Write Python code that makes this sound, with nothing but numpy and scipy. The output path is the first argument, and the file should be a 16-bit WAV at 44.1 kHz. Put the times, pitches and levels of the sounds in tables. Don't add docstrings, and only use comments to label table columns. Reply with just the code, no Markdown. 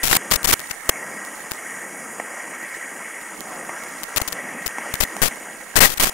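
import sys
import numpy as np
from scipy import signal
from scipy.io import wavfile
from scipy.ndimage import uniform_filter1d

SR = 44100
rng = np.random.default_rng(int(sys.argv[2]) if len(sys.argv) > 2 else 0)


def inscribe(sig):
    pcm = np.round(np.clip(np.atleast_2d(sig).T, -1, 1) * 32767)
    wavfile.write(sys.argv[1], SR, pcm.astype(np.int16))


N = 270333


def gain_of(db):
    return 10 ** (np.asarray(db) / 20)


def evened(x):
    return x / np.sqrt(np.mean(x ** 2) + 1e-20)


def smooth_noise(shape, width):
    return evened(uniform_filter1d(rng.standard_normal(shape), size=width, axis=-1))


# start_s, level_db (before the housing colour), pitch_hz
KNOCK_HITS = [(2.1991, -17.5, 713), (3.6932, -20.5, 800), (4.201, -18, 775), (4.784, -17.5, 870),
              (5.166, -16.5, 700), (5.79, -16, 740)]


def knocks():
    out, t = np.zeros(N), np.arange(900) / SR
    shell_60db_s, rattle_60db_s, rattle_db = .009, .03, -5
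    for start_s, level_db, pitch_hz in KNOCK_HITS:
        noise = rng.standard_normal(len(t))
        shell = -np.sin(2 * np.pi * pitch_hz * t - .9) * gain_of(-60 * t / shell_60db_s)
        dull_noise = signal.lfilter([.5], [1, -.5], noise)
        rattle = gain_of(rattle_db - 60 * t / rattle_60db_s) * dull_noise
        out[round(start_s * SR):][:len(t)] += gain_of(level_db) * (shell + rattle)
    return out


def patches(noise, bins, frames):
    across_hz = uniform_filter1d(noise, size=bins, axis=0)
    return evened(uniform_filter1d(across_hz, size=frames, axis=1))


def wash():
    window, hop = 512, 128
    frames = N // hop + 5
    hz = np.fft.rfftfreq(window, 1 / SR)[:, None]
    real, imag, fine, slow, wide = rng.standard_normal((frames, window // 2 + 1, 5)).T
    fine = patches(fine, bins=5, frames=12)
    slow = patches(slow, bins=12, frames=60)
    wide = patches(wide, bins=60, frames=4)
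    lumpy = 0.52 + 1 / (1 + (hz / 5000) ** 4)
    swell_db = lumpy * (1.1 * fine + 1.3 * slow) + .8 * wide
    spectrum = (real + 1j * imag) * gain_of(swell_db)
    return evened(signal.istft(spectrum, nperseg=window, noverlap=window - hop)[1][:N])


def bubbles(per_s=2500., cycles=11., spread_db=2.2, count=32):
    strength = gain_of(spread_db * np.minimum(rng.exponential(1, N), 5))
    strength = strength * (rng.random(N) < per_s / SR)
    kind, out = rng.integers(0, count, N), np.zeros(N)
    for k, hz in enumerate(np.geomspace(300, 4200, count)):
        turns = np.arange(0, 3 * cycles, hz / SR)
        envelope = np.exp(-2.2 * turns / cycles) * (1 - np.exp(-turns))
        ring = np.sin(2 * np.pi * turns * (1 + .006 * turns)) * envelope
        ring = ring / np.linalg.norm(ring) * np.sqrt(hz)
        out += signal.oaconvolve(strength * (kind == k), ring)[:N]
    return evened(out)


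# time_s, level_db (before voices and housing), fizz_db, gurgle_db, splash_db (added)
FLOW_CURVE = [(0.0, -35.5, 2.5, -0.5, 5), (0.25, -33, -0.5, -0.5, 0), (0.6, -35, 2.2, 0, 2),
              (0.8, -35, 1.8, 2, 0), (1.08, -34, 0.8, 0.2, -3.5), (1.36, -34, 0.5, -2, -2),
              (1.7, -34, 1.9, 2.6, -1.5), (2.05, -33, -0.5, -4, -4), (2.6, -34, -0.5, 2.2, -1),
              (3.1, -35, 1.3, 1.2, -0.5), (3.4, -33, -2.1, -2.7, -2.5), (3.8, -32.5, -1, -0.2, -2),
              (4.2, -33, -1.2, -0.1, 1.5), (4.55, -32, -3.5, -2.5, -3.5), (4.9, -32.5, -1.5, -0.2, 0.7),
              (5.3, -33, -0.2, -1.2, 2), (5.62, -35, -1.5, -2, -3.5), (5.85, -35.5, -0.7, 1.8, 4.5),
              (6.13, -34, 0.5, -2, 3)]


def flow(column):
    rows = np.transpose(FLOW_CURVE)
    return np.interp(np.arange(N) / SR, rows[0], rows[column])


# low_hz, high_hz
VOICE_BANDS = [(6000, 15900), (1500, 2400), (2500, 5000)]


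def creek():
    water = evened(wash() + gain_of(-10.0) * bubbles())
    out = water
    for k, band_hz in enumerate(VOICE_BANDS):
        band_filter = signal.butter(2, band_hz, "band", fs=SR, output="sos")
        voice = signal.sosfiltfilt(band_filter, water)
        out = out + (gain_of(flow(2 + k)) - 1) * voice
    return gain_of(flow(1)) * out


def scene():
    return np.tile(knocks() + creek(), (2, 1))


# (per Hz, relative)
RUSH_COLOUR = [(40, -56), (100, -26), (200, -6), (1200, -8), (1600, 0.5), (1900, 3.5), (2200, -3),
               (2500, -12.5), (3300, -20), (4050, -26.5), (5100, -16), (5800, -10), (6900, -5.5),
               (8300, -10), (12000, -19), (14000, -30), (15700, -32)]
# centre_hz, width_hz, depth_db
CAVITY_DIPS = [(390, 90, 4), (1470, 200, 12), (1730, 200, 13), (2040, 160, 8), (2410, 200, 8),
               (3700, 500, 20), (4350, 400, 17), (4620, 300, 7), (5430, 700, 20), (6330, 900, 12),
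               (7450, 650, 25), (8010, 400, 18), (11710, 550, 20), (14730, 600, 14)]


def housing(size=2 ** 13):
    hz = np.abs(np.fft.fftfreq(size, 1 / SR))
    colour_hz, colour_db = np.transpose(RUSH_COLOUR)
    response_db = np.interp(np.log(hz + 1), np.log(colour_hz), colour_db)
    for centre_hz, width_hz, depth_db in CAVITY_DIPS:
        away = (2 * (hz - centre_hz) / width_hz) ** 2
        response_db = response_db + 10 * np.log10((gain_of(-2 * depth_db) + away) / (1 + away))
    log_gain = np.log(gain_of(response_db))
    phase = -signal.hilbert(log_gain).imag
    taps = np.fft.ifft(np.exp(log_gain + 1j * phase)).real[:size // 2]
    return taps / np.linalg.norm(taps)


# start_s, length_ms, share (of samples hit, before the flicker)
BIT_LOSSES = [(0.545, 172, 0.55), (0.717, 128, 0.8), (0.845, 40, .3), (0.89, 40, .04), (1.09, 90, 0.018),
              (1.25, 80, 0.03), (1.345, 94, 0.36), (1.49, 90, 0.49), (2.618, 16, 0.14), (2.679, 28, 0.26),
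              (2.74, 27.5, 0.45), (3.199, 28, 0.13), (3.25, 57, 0.024), (3.34, 40, 0.077), (3.38, 52, 0.43),
              (3.44, 126, 0.042), (3.65, 25, .06), (3.76, 98, .05), (3.88, 67, .12), (3.98, 64, 0.11),
              (4.04, 44, 0.83), (4.09, 240, 0.15), (4.62, 77, .1), (4.91, 40, .06), (4.95, 63, .3),
              (5.04, 175, 0.12), (5.28, 30, 0.21), (5.345, 38, 0.075), (5.383, 19, 0.96), (5.43, 20, 0.25),
              (5.49, 28, .06), (5.517, 17, .8), (5.538, 36, 0.089), (5.574, 28, 0.96), (5.602, 40, .12),
              (5.642, 118, 0.64), (5.94, 60, 0.93), (6.1, 30, 0.27)]
KEPT_DB = -42.5
NEGATIVE_SHARE = 0.83
FLICKER = 2.2


def lost_bits(x):
    left, right = x
    share, luck, kept = np.full(N, 1e-9), rng.random(N), gain_of(KEPT_DB)
    for start_s, length_ms, part in BIT_LOSSES:
        share[round(start_s * SR):][:round(length_ms * SR / 1000)] = part
    odds = share / (1 - share) * np.exp(FLICKER * smooth_noise(N, 300))
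    hit = luck < odds / (1 + odds) * np.where(left < 0, NEGATIVE_SHARE, 1)
    folded = (left + kept) % (2 * kept) - kept
    return np.array([np.where(hit, folded, left), right])


# start_s, length_ms, channel, size_db (of the wrong value, before scatter and waver),
# up_share (negative samples thrown up), down_share (positive thrown down), both before clumping
BAD_STRETCHES = [(0.032, 18, "left", -4.5, .21, 0.052), (0.0359, 5.3, "right", -3.5, .27, 0.029),
                 (0.0527, 33, "left", -3.5, 0.18, .03), (0.0814, 1.8, "right", 6.5, 0.25, 0.008),
                 (0.0899, 18.5, "left", -3.5, 0.24, 0.079), (0.1119, 11.6, "left", 4, 0.24, 0),
                 (0.1257, 34, "left", -2.6, 0.33, 0.19), (0.1552, 6.4, "left", -11, 0.29, .28),
                 (0.1625, 7.1, "left", -0.5, 0.28, 0.25), (0.1293, 3.4, "right", 6, 0.41, 0.33),
                 (0.1515, 3.5, "right", 0.5, 0.24, .1), (0.1674, 3.8, "right", -1.5, .26, 0.14),
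                 (0.312, 15, "left", -2, .26, .22), (0.3157, 6.8, "right", -0.5, 0.25, 0.11),
                 (0.3293, 21, "left", -6.5, 0.33, 0.23), (0.3525, 13, "left", -4.5, 0.29, 0),
                 (0.431, 1.8, "left", -5.4, 0.12, 0), (0.4432, 16, "left", -3.5, 0.25, 0.076),
                 (0.4455, 1.0, "right", 1.5, 0.24, 0), (0.4729, 31.4, "left", -2.5, 0.29, 0.1),
                 (0.4957, 1.2, "right", -0.5, 0.23, 0.055), (0.507, 8.2, "left", -3.3, 0.42, 0.23),
                 (0.5092, 3.7, "right", -5, .19, .08), (0.5264, 14.2, "left", -1.7, .21, 0.29),
                 (0.5235, 5.4, "right", -2.8, 0.36, 0.11), (0.5303, 10, "right", 0.5, 0.26, 0.079),
                 (0.7093, 7.5, "left", -10.5, 0.363, .14), (0.8913, 0.45, "left", 5, .55, 0),
                 (0.8931, 2.7, "left", 1, .6, 0.55), (0.8964, 2.7, "left", 2, .35, 0),
                 (0.8931, 2.5, "right", 1, .5, .4), (0.8958, 2.9, "right", 1, .21, 0),
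                 (1.5182, 0.87, "left", 0.5, .1, 0.012), (4.1617, 3.4, "left", 5, .08, 0),
                 (4.1699, 13.4, "left", -1.5, 0.27, 0.18), (4.2151, 5.9, "left", -4.5, 0.39, 0.038),
                 (4.277, 11.5, "left", 2, .02, 0.01), (4.3238, 8.9, "left", .5, 0.035, 0),
                 (4.6621, 3.2, "left", -1, 0.18, 0), (4.6675, 3, "left", -2, 0.12, 0.079),
                 (4.6783, 1.35, "left", .5, .12, 0), (4.9389, 3.7, "left", -3, 0.29, 0),
                 (5.0039, 10.4, "left", 2, 0.32, 0), (5.0175, 22.2, "left", -3, 0.34, 0.034),
                 (5.2178, 9.3, "left", 1, .4, 0), (5.2297, 12.5, "left", 3, 0.35, 0.016),
                 (5.241, 44, "left", -5, 0.34, 0.046), (5.7567, 5, "left", -2.5, 0.45, 0),
                 (5.7629, 13.5, "left", 1.6, 0.41, .31), (5.776, 8.2, "left", -0.5, 0.47, 0),
                 (5.786, 7.5, "left", 1, 0.56, 0), (5.8047, 12.7, "left", 6, 0.5, 0.29),
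                 (5.812, 6.7, "right", 0, .05, 0), (5.8184, 42.7, "left", 6, 0.57, 0.25),
                 (5.86, 25, "left", -9, 0.37, .15), (5.8651, 1.6, "right", 1, 0.24, 0),
                 (5.883, 59, "left", -11.5, 0.29, 0), (5.9739, 9.7, "left", -11.5, 0.37, 0.07),
                 (5.9987, 7.1, "left", 8, 0.28, 0.046), (6.0061, 58, "left", -7, 0.29, 0.18),
                 (6.0087, 2.2, "right", 0, .31, .05), (6.0151, 7, "right", -10, 0.17, 0.011),
                 (6.0241, 24, "right", -0.5, 0.34, 0.054), (6.0667, 31.4, "left", -10.5, 0.39, 0.11),
                 (6.0705, 2.5, "right", -2, 0.21, 0.038)]
# start_s, channel, direction, size_db (before the factor TICK_SIZE)
LONE_TICKS = [(0.06, "right", "up", 3), (0.1039, "right", "up", 2), (0.307, "left", "up", 3),
              (0.5028, "right", "up", 1.5), (0.595, "left", "up", 3), (0.603, "left", "up", -.3),
              (0.6173, "left", "up", -9), (0.6733, "left", "up", -7), (0.699, "left", "up", -6),
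              (0.7012, "left", "up", -7), (0.705, "left", "up", -6), (1.2504, "right", "down", -6.5),
              (1.357, "right", "down", -12.3), (1.5125, "left", "up", 1), (1.536, "left", "up", -5),
              (3.4069, "right", "down", .6), (3.8374, "right", "down", -5.7), (4.0338, "left", "up", 4),
              (4.0351, "left", "up", 5), (4.0397, "left", "up", 2), (4.1876, "left", "up", -5),
              (4.2056, "left", "up", -3), (4.6615, "right", "down", .5), (4.9553, "left", "up", 3),
              (5.0424, "left", "up", 11), (5.8725, "right", "up", .3), (5.9562, "left", "up", -16),
              (5.9621, "left", "up", -11)]
TICK_SIZE = .8
WANDER_DB, STEADY_MS = 2, 10


def faulty_link(x, linger=.15, clumpy_db=4.5):
    out, luck, scatter = lost_bits(x), rng.random(x.shape), rng.uniform(.6, 1, x.shape)
    luck = np.where(rng.random(x.shape) < linger, np.roll(luck, 1, axis=1), luck)
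    clumps = gain_of(clumpy_db * smooth_noise(x.shape, 24))
    luck = luck * clumps.mean() / clumps
    wander = smooth_noise(x.shape, 200)
    row = {"left": 0, "right": 1}
    for start_s, length_ms, channel, size_db, up_share, down_share in BAD_STRETCHES:
        start = round(start_s * SR)
        at = row[channel], slice(start, start + 1 + round(length_ms * SR / 1000))
        negative = x[at] < 0
        sign = np.where(negative, 1., -1.)
        hit = luck[at] < np.where(negative, up_share, down_share)
        sign[[0, -1]], hit[[0, -1]] = 1, True
        waver_db = WANDER_DB * wander[at] * (1 - np.exp(-(length_ms / STEADY_MS) ** 2))
        wrong = gain_of(size_db + waver_db) * scatter[at] * sign
        out[at] = np.where(hit, wrong, out[at])
    for start_s, channel, direction, size_db in LONE_TICKS:
        sign = 1 if direction == "up" else -1
        out[row[channel], round(start_s * SR)] = sign * TICK_SIZE * gain_of(size_db)
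    return out


MIC_DB, EDGE_HZ = -0.47, 15750


def record(dry):
    heard = gain_of(MIC_DB) * signal.oaconvolve(dry, housing()[None], axes=1)[:, :N]
    sent = np.clip(faulty_link(heard), -1, 1)
    band_limit = signal.firwin(1023, EDGE_HZ, window=("kaiser", 9), fs=SR)
    return signal.oaconvolve(sent, band_limit[None], "same")


dry = scene()
out = record(dry)
inscribe(out)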